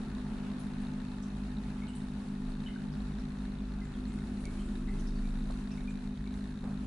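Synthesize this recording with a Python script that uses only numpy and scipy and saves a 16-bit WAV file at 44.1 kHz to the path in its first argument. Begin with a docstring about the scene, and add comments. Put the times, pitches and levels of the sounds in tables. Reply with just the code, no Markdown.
"""In a quiet room a mains-driven aquarium pump hums in steady harmonics, with a second tone beside them.
Low rumble swells beneath: wavering sines and noise narrowed to the room's resonances. Water trickles back
as flickering bands of stereo noise, with clear ringing drops and tiny splashes of narrow noise.
Close to the microphones a small lens drive ticks about sixty times a second, rattling its housing,
and fingers shift, click and rustle on it in short bursts of filtered noise."""
import sys
import numpy as np
from scipy import signal
from scipy.io import wavfile
from scipy.ndimage import uniform_filter1d

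SR = 44100
rng = np.random.default_rng(int(sys.argv[2]) if len(sys.argv) > 2 else 0)


def volts_from_db(level):
    """Convert decibel levels to linear amplitude ratios."""
    exponent = np.asarray(level, float) / 20
    return 10 ** exponent


def generate_wav(signal):
    """Clip the signal to [-1, 1] and save it as 16-bit WAV at the path in sys.argv[1]."""
    frames = np.transpose(np.atleast_2d(signal))
    scaled = np.clip(frames, -1, 1) * 32767
    pcm = np.round(scaled).astype(np.int16)
    wavfile.write(sys.argv[1], SR, pcm)


N = 302526
T = np.arange(N) / SR

# pump harmonics: [multiple of the mains, level/dB rms]
PUMP_HARMONICS = [(2, -60.5), (3, -49.5), (4, -42.5), (5, -44.5), (6, -61), (8, -60.5), (10, -80.5),
                  (12, -80)]
# deepest rumble, like a far engine that speeds up: [t/s, level/dB rms, f/Hz]
DEEP_RUMBLE = [(0, -62, 30.7), (.55, -50, 30.7), (1.0, -48.5, 31.8), (1.3, -59, 30.1), (2.15, -60, 29.1),
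               (2.49, -35, 30.87), (2.73, -58, 30.9), (3.1, -53, 30.96), (3.68, -47, 29.9),
               (4.0, -63, 28.96), (4.15, -48, 28.6), (4.99, -35, 30.4), (5.33, -33, 31.24),
               (5.52, -36.5, 31.9), (5.75, -54, 31.75), (5.88, -40, 32.14), (6.34, -52, 38),
               (6.86, -54, 42.5)]
# lowest hum, which wavers: [t/s, level/dB rms]
LOWEST_HUM = [(0, -50), (.23, -45), (.9, -48.5), (1.09, -67), (1.36, -40.5), (1.95, -48), (2.65, -58),
              (3.05, -40.5), (3.32, -45.5), (3.74, -40.5), (4.03, -44.5), (4.34, -42.5), (5.2, -49.5),
              (5.54, -40), (5.98, -56), (6.19, -42), (6.5, -47), (6.86, -43.5)]
# swells of the drone: [centre t/s, level at the centre/dB rms, length/s, f/Hz]
DRONE_SWELLS = [(0.805, -54, .3, 86.5), (2.31, -49, .2, 80), (4.297, -50, .45, 85.4), (4.87, -51, .4, 90.5),
                (6.351, -51.5, 0.47, 77)]
# room resonances: [f/Hz, width/Hz, level against the rumble curve/dB]
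ROOM_MODES = [(27.3, 8.9, -5), (51.2, 14.4, -4.5), (118, 11, -11.5), (149.2, 16.2, -5.5), (182, 10, -13.5),
              (210.5, 15, 1), (242.1, 29.7, -4), (289, 25, -17)]
# rumble curve for all the room resonances: [t/s, level/dB]
ROOM_RUMBLE = [(0, -46.5), (1.3, -47), (2.4, -48), (2.85, -46.5), (3.9, -47.5), (4.6, -45.5), (5.5, -47.5),
               (6.2, -49), (6.86, -45.5)]
# boom: [t/s, level/dB rms]
BOOM_LEVEL = [(0, -53.5), (.7, -61), (3.7, -61), (4.1, -54.5), (4.97, -52), (5.25, -61), (6.86, -62.5)]
# trickle and its fizz over time: [t/s, water level/dB, fizz level/dB]
TRICKLE_LEVELS = [(0, -52.5, -64.5), (.5, -53, -68), (1.0, -54.5, -68.5), (1.95, -55, -66.5),
                  (3.8, -55, -68.5), (4.55, -55, -63.5), (5.9, -56.5, -68), (6.57, -57.5, -68.5),
                  (6.86, -55.5, -67)]
# tone colour of the trickle: [f/Hz, relative level/dB]
WATER_SPECTRUM = [(60, -25.5), (180, -4), (400, 2.5), (550, 2), (850, 2), (1100, 0), (1500, -2.5),
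                  (2000, -7.5), (3200, -11.5), (4200, -12), (5500, -21), (11000, -33.5)]
# how alike the trickle is left and right: [f/Hz, likeness 0-1]
WATER_LIKENESS = [(60, .9), (200, 0.21), (400, 0.34), (600, 0.59), (1200, 0.42), (2500, 0.21),
                  (5000, 0.089), (11000, 0.27)]
# resonances of the air above the water: [f/Hz, width/Hz, level against the plain trickle/dB]
AIR_RESONANCES = [(887, 41, -24), (1310, 130, -16.5), (1480, 39, -3), (1720, 50, -14), (2560, 210, -2),
                  (3000, 180, -13.5)]
# resonances of the lens drive's housing: [f/Hz, relative level/dB, t60/s]
HOUSING_RESONANCES = [(1770, 8.5, 0.0053), (3745, -3, 0.021), (3964, -3.5, 0.015), (4190, -8, 0.019),
                      (6020, -7.5, 0.0048)]
# clear drops: [t/s, level before swell and decay/dB, f/Hz, roughness (0 smooth, 1 all shaken)]
CLEAR_DROPS = [(.059, -44, 1350, 0), (.432, -53, 2880, 0.5), (1.817, -38.5, 2180, .3),
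               (1.876, -48, 2940, .9), (1.93, -53, 3000, .9), (2.661, -34.5, 2974, .3),
               (2.682, -42, 2040, 0.36), (2.757, -39, 1520, 0.56), (3.814, -40.5, 2035, 0.18),
               (3.945, -47, 3270, .3), (4.1, -49, 2140, 0.3), (4.17, -49, 1480, 0.54),
               (4.448, -39, 2265, 0.6), (4.59, -44.5, 3140, 0.48), (4.879, -42, 2071, 0.75),
               (5.155, -45, 4555, 0.4), (5.24, -50.5, 2380, 0.91), (5.71, -50, 2564, 1.05),
               (5.773, -46.5, 2230, .8), (5.877, -34, 2406, 0.12), (6.26, -48, 2290, 0.7)]
# tiny splashes: [t/s, level before swell and decay/dB rms, f/Hz]
TINY_SPLASHES = [(0.591, -56, 10100), (.6, -64, 6100), (.813, -65, 8900), (1.222, -58, 5940),
                 (1.223, -62, 7800), (1.88, -58.5, 8340), (1.95, -54.5, 8800), (2.495, -66, 9000),
                 (2.92, -61, 5000), (3.19, -63, 5560), (3.845, -64, 7330), (4.077, -62, 7400),
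                 (4.127, -61, 9050), (4.401, -60, 9600), (4.6, -63, 8310), (4.655, -65, 8270),
                 (4.993, -58, 6000), (4.995, -62, 10000), (5.068, -56, 5200), (5.711, -57, 5400),
                 (5.894, -61, 7500)]
# finger clicks on the housing: [t/s, peak level before panning/dB, low edge f/Hz, high edge f/Hz, L-R level/dB]
FINGER_CLICKS = [(4.4544, -34.5, 2800, 10900, -2), (5.5005, -37, 397, 1110, -1),
                 (5.5105, -43, 3200, 9500, -6)]

MAINS_HZ, FIRST_STROKE_S = 50.0935, .0071
SECOND_TONE_HZ, SECOND_TONE_DB = 143.89, -57
DRONE_HZ, DRONE_WIDTH_HZ, DRONE_DB, SWELL_WIDTH_HZ = 83.2, 12, -58.5, 3.9
BOOM_HZ, BOOM_WIDTH_HZ = 337.4, 92
WATER_LEFT_OVER_RIGHT_DB = 1
WHISTLE_HZ, WHISTLE_WIDTH_HZ = 865, 35
WHISTLE_DB, WHISTLE_HOLD_S, WHISTLE_FADE_DB_PER_S = -67, 1.6, 4
HANDS_DB, HANDS_LUMPY_DB = -66.5, 5.5
STEPS_PER_S, FIRST_STEP_S = 59.94, .0008
ODD_STEP_SHIFT_S = -.0014  # every other step comes early
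STEP_DB = -56  # strength that drives the rattle
RATTLE_SHARED = 0.46  # share of the rattle that both microphones hear alike
DROP_T60_S, DROP_SWELL_S, DROP_TAIL_DB, DROP_TAIL_T60_S = 0.083, 0.009, -14.5, 0.58
SHAKE_WIDTH = 0.043  # half-width of the shaken band, as a share of the drop's pitch
ROOM_T60_S, WALL_CUT_HZ, ROOM_DB = .45, 7000, -15
SPLASH_T60_S, SPLASH_SWELL_S, SPLASH_TAIL_DB, SPLASH_TAIL_T60_S = 0.083, 0.0043, -9, 0.49
RUSTLE_START_S, RUSTLE_LENGTH_S, RUSTLE_DB, RUSTLE_SAG_DB_PER_S = 6.635, 0.131, -50, 58
TOP_CUT_HZ = 11030


def rms_one(x):
    """Scales to unit rms."""
    return x / np.sqrt(np.mean(x ** 2) + 1e-20)


def in_time(rows):
    """Table columns as curves, sample by sample."""
    s, *columns = np.transpose(rows)
    return [np.interp(T, s, c) for c in columns]


def at_hz(points, hz):
    """Reads a spectrum on a log-frequency axis."""
    point_hz, value = np.transpose(points)
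    return np.interp(np.log(hz), np.log(point_hz), value)


def drift(rate):
    """Slow random wander of unit rms, smoothed by two poles at rate Hz."""
    r = np.exp(-80 * np.pi * rate / SR)  # one point every 40 samples
    slow = signal.lfilter([1], [1, -2 * r, r * r], rng.standard_normal(N // 40 + 2002))
    slow = rms_one(slow[2000:])  # past the filter's start-up
    return np.interp(np.arange(N) / 40, np.arange(len(slow)), slow)


def band(x, low_hz, high_hz):
    """Second-order band-pass."""
    return signal.sosfilt(signal.butter(2, [low_hz, high_hz], "band", fs=SR, output="sos"), x)


def ring(clicks, hz, t60):
    """A unit click sets a decaying sine of starting height 1 ringing."""
    r, w = volts_from_db(-60 / (t60 * SR)), 2 * np.pi * hz / SR
    return signal.lfilter([0, np.sin(w)], [1, -2 * r * np.cos(w), r * r], clicks + 1e-18)


def resonant_noise(hz, width_hz):
    """Noise of unit rms in one resonance, already sounding at the start."""
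    noise = rng.standard_normal(N + SR // 2)
    return rms_one(band(noise, hz - width_hz / 2, hz + width_hz / 2)[-N:])


def dying(t, t60, tail_db, tail_t60):
    """A quick decay that gives way to a fainter, longer tail."""
    return volts_from_db(-60 * t / t60) + volts_from_db(tail_db - 60 * t / tail_t60)


def pump():
    """Every stroke is alike, so the harmonics keep in step; the left hears them a little later."""
    t = T - FIRST_STROKE_S + np.array([[-1], [1]]) * 2.5e-5
    hum = sum(volts_from_db(db) * np.cos(2 * np.pi * k * MAINS_HZ * t) for k, db in PUMP_HARMONICS)
    second_tone = volts_from_db(SECOND_TONE_DB) * np.sin(2 * np.pi * SECOND_TONE_HZ * t)
    return np.sqrt(2) * (hum + second_tone)  # rms to peak


def rumble():
    """Far rumble fills the room resonances; the deepest is nearly a tone, the lowest hum wavers."""
    deep_db, deep_hz = in_time(DEEP_RUMBLE)
    deep_cycles = np.cumsum(deep_hz) / SR + 0.05 * drift(0.57)
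    deep = np.sqrt(2) * volts_from_db(deep_db) * np.sin(2 * np.pi * deep_cycles)
    lowest_cycles = MAINS_HZ * T + 0.15 * drift(0.98)
    lowest = np.sqrt(2) * volts_from_db(in_time(LOWEST_HUM)[0]) * np.sin(2 * np.pi * lowest_cycles)
    drone = volts_from_db(DRONE_DB) * resonant_noise(DRONE_HZ, DRONE_WIDTH_HZ)
    swells = 0
    for s, db, length, hz in DRONE_SWELLS:
        rise_and_fall = np.exp(-2 * ((T - s) / length) ** 2)
        swells = swells + volts_from_db(db) * rise_and_fall * resonant_noise(hz, SWELL_WIDTH_HZ)
    modes = sum(volts_from_db(db) * resonant_noise(hz, width_hz) for hz, width_hz, db in ROOM_MODES)
    boom = volts_from_db(in_time(BOOM_LEVEL)[0]) * resonant_noise(BOOM_HZ, BOOM_WIDTH_HZ)
    return deep + lowest + drone + swells + volts_from_db(in_time(ROOM_RUMBLE)[0]) * modes + boom


def air_above_water(x):
    """Adds the narrow resonances of the air to the sound that passes."""
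    out = x
    for hz, width_hz, db in AIR_RESONANCES:
        r = np.exp(-np.pi * width_hz / SR)
        poles = [1, -2 * r * np.cos(2 * np.pi * hz / SR), r * r]
        out = out + volts_from_db(db) * signal.lfilter([(1 - r * r) / 2, 0, (r * r - 1) / 2], poles, x)
    return out


def trickle(patchy_db):
    """Third-octave bands of stereo noise, each with its level, flicker and likeness; fizz on top."""
    water, together = 0, drift(6.0)
    edges = 56 * 2 ** (np.arange(24) / 3)
    white = rng.standard_normal((2, 2, N))
    for k, (low, high) in enumerate(zip(edges, edges[1:])):
        mid, side = band(white[k % 2], low, high)  # neighbouring bands use separate noise
        hz = np.sqrt(low * high)
        alike = np.clip(at_hz(WATER_LIKENESS, hz), 0, 1)
        flicker_db = patchy_db * (.5 * together + drift(21))
        stereo = np.sqrt(1 + alike) * mid + np.sqrt(1 - alike) * side * [[1], [-1]]
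        water = water + volts_from_db(at_hz(WATER_SPECTRUM, hz) + flicker_db) * stereo
    water_db, fizz_db = in_time(TRICKLE_LEVELS)
    noise = rng.standard_normal((3, N))
    fizz = rms_one(band(noise[:2] + 0.4 * noise[2], 3660, 12700))
    balance_db = WATER_LEFT_OVER_RIGHT_DB * np.array([[.5], [-.5]])
    water = volts_from_db(water_db + balance_db) * rms_one(air_above_water(water))
    return water + volts_from_db(fizz_db + patchy_db * together) * fizz


def whistle():
    """The trickle sings weakly in one narrow noise band that holds, then fades."""
    fade_db = WHISTLE_FADE_DB_PER_S * np.maximum(T - WHISTLE_HOLD_S, 0)
    return volts_from_db(WHISTLE_DB - fade_db) * resonant_noise(WHISTLE_HZ, WHISTLE_WIDTH_HZ)


def hands():
    """The held housing shifts a little: lumpy low noise, opposite in the two microphones."""
    noise = rms_one(band(rng.standard_normal(N), 85, 330))
    return volts_from_db(HANDS_DB + HANDS_LUMPY_DB * drift(3.0)) * noise * [[1], [-1]]


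def lens_drive(habit_db, chance_db):
    """Steps come in fours, each place of slowly changing strength; each rattles the housing briefly."""
    k = np.arange(int(N / SR * STEPS_PER_S) - 1)
    at = np.round((FIRST_STEP_S + k / STEPS_PER_S + ODD_STEP_SHIFT_S * (k % 2)) * SR).astype(int)
    habits = np.tanh([drift(1.3) for place in range(4)])
    chance = 2 * rng.random(len(k)) - 1
    steps = np.zeros(N)
    steps[at] = volts_from_db(STEP_DB + habit_db * habits[k % 4, at] + chance_db * chance)
    fade = np.exp(-1 / (0.0025 * SR))  # the rattle dies with a 2.5 ms time constant
    signs = rng.choice([-1, 1], (3, N))
    signs = np.where(rng.random(N) < RATTLE_SHARED, signs[2], signs[:2])
    rattle = signal.lfilter([1], [1, -fade], steps) * np.sqrt(1 - fade ** 2) * signs
    return sum(volts_from_db(db) * ring(rattle, hz, t60) for hz, db, t60 in HOUSING_RESONANCES)


def drops(small_per_s, small_db):
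    """Each drop traps a bubble that rings unevenly, shaken by the moving surface; many faint ones join."""
    out, t = np.zeros(N + SR), np.arange(SR // 4) / SR
    shape = dying(t, DROP_T60_S, DROP_TAIL_DB, DROP_TAIL_T60_S) * (1 - np.exp(-t / DROP_SWELL_S))
    for s, db, hz, rough in CLEAR_DROPS:
        i = round(s * SR)
        noise = rng.standard_normal(2 * len(t))
        shaken = band(noise, (1 - SHAKE_WIDTH) * hz, (1 + SHAKE_WIDTH) * hz)[len(t):]
        shaken = .7 * rms_one(shaken)  # about as strong as the sine
        bubble = np.sin(2 * np.pi * hz * t * (1 + .3 * t)) * np.exp(-t / .02)  # pitch creeps up
        out[i:i + len(t)] += volts_from_db(db) * shape * ((1 - rough) * bubble + rough * shaken)
    # faint drops at random moments, dealt to 16 pitches; higher ones are weaker and shorter
    sizes = volts_from_db(small_db + 3 * np.minimum(rng.exponential(1, N), 2))
    born, dealt = rng.random(N) < small_per_s / SR, rng.integers(0, 16, N)
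    small = 0
    for k, hz in enumerate(np.geomspace(1200, 10000, 16)):
        small = small + ring(sizes * born * (dealt == k), hz, 120 / hz) * (1000 / hz) ** 0.81
    return out[:N] + small


def room(x):
    """Six feedback delays a side, duller on every round."""
    out, dull = np.zeros((2, N)), np.exp(-2 * np.pi * WALL_CUT_HZ / SR)
    lags = (rng.uniform(.008, 0.042, 12) * SR).astype(int)
    for k, lag in enumerate(lags):
        loop, gain, state = x.copy(), volts_from_db(-60 * lag / SR / ROOM_T60_S), [0.]
        for i in range(lag, N, lag):
            back, state = signal.lfilter([gain * (1 - dull)], [1, -dull], loop[i - lag:i], zi=state)
            loop[i:i + lag] += back[:N - i]
        out[k % 2] += (loop - x) * (-1) ** (k // 2)  # echoes only, in alternating polarity
    return out


def splashes(width, shared):
    """A spray of fine bubbles: a puff of narrow noise that dies away, partly shared by the two ears."""
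    out, t = np.zeros((2, N + SR)), np.arange(SR // 4) / SR
    swell = 1 - np.exp(-t / SPLASH_SWELL_S)
    shape = swell * dying(t, SPLASH_T60_S, SPLASH_TAIL_DB, SPLASH_TAIL_T60_S)
    for s, db, hz in TINY_SPLASHES:
        i, noise = round(s * SR), rng.standard_normal((3, len(t)))
        puff = rms_one(band(noise[:2] + shared * noise[2], hz * (1 - width), hz * (1 + width)))
        out[:, i:i + len(t)] += volts_from_db(db) * shape * puff
    return out[:, :N]


def fingers():
    """Short taps on the housing, each a blow with a little rattle, and one dull rustle."""
    out, t = np.zeros((2, N)), np.arange(SR // 20) / SR
    for s, db, low_hz, high_hz, pan_db in FINGER_CLICKS:
        cycles = t * np.sqrt(low_hz * high_hz)
        rattle = rng.standard_normal((2, len(t))) * np.exp(-cycles / 7) * np.sqrt(low_hz / SR) * 1.3
        blow = t == 0
        burst = band(band(blow + rattle, low_hz, high_hz), low_hz, high_hz)
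        i = round(s * SR)
        sides_db = db + np.array([[pan_db], [-pan_db]]) / 2
        out[:, i:i + len(t)] += volts_from_db(sides_db) * burst / np.max(np.abs(burst))
    during = 1. * (T > RUSTLE_START_S) * (T < RUSTLE_START_S + RUSTLE_LENGTH_S)
    during = uniform_filter1d(during, size=600)  # soft edges
    rub = rms_one(signal.lfilter([1], [1, -.95], band(rng.standard_normal(N), 297, 1350)))
    rustle_db = RUSTLE_DB - RUSTLE_SAG_DB_PER_S * np.maximum(T - RUSTLE_START_S, 0)
    return out + volts_from_db(rustle_db) * during * rub


def scene():
    """All sources at the two microphones; the drops also sound in the room."""
    clear = drops(small_per_s=40, small_db=-59.0)
    water = trickle(patchy_db=1.28) + whistle() + clear + volts_from_db(ROOM_DB) * room(clear)
    water = water + splashes(width=0.1, shared=0.65)
    near = hands() + lens_drive(habit_db=4.0, chance_db=2.5) + fingers()
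    return pump() + rumble() + water + near


def low_pass(x):
    """Removes everything above the highest recorded frequency."""
    return signal.sosfilt(signal.butter(12, 11730, fs=SR, output="sos"), x)


def record(dry):
    """Close-set microphones hear hardly any difference in the deep bass; the top is cut steeply."""
    mid, side = (dry[0] + dry[1]) / 2, (dry[0] - dry[1]) / 2
    side = signal.sosfilt(signal.butter(3, 75, "high", fs=SR, output="sos"), side)
    both = np.array([mid + side, mid - side])
    mix = signal.sosfilt(signal.ellip(14, .5, 60, TOP_CUT_HZ, fs=SR, output="sos"), both)
    return low_pass(mix)


dry = scene()
out = record(dry)
generate_wav(out)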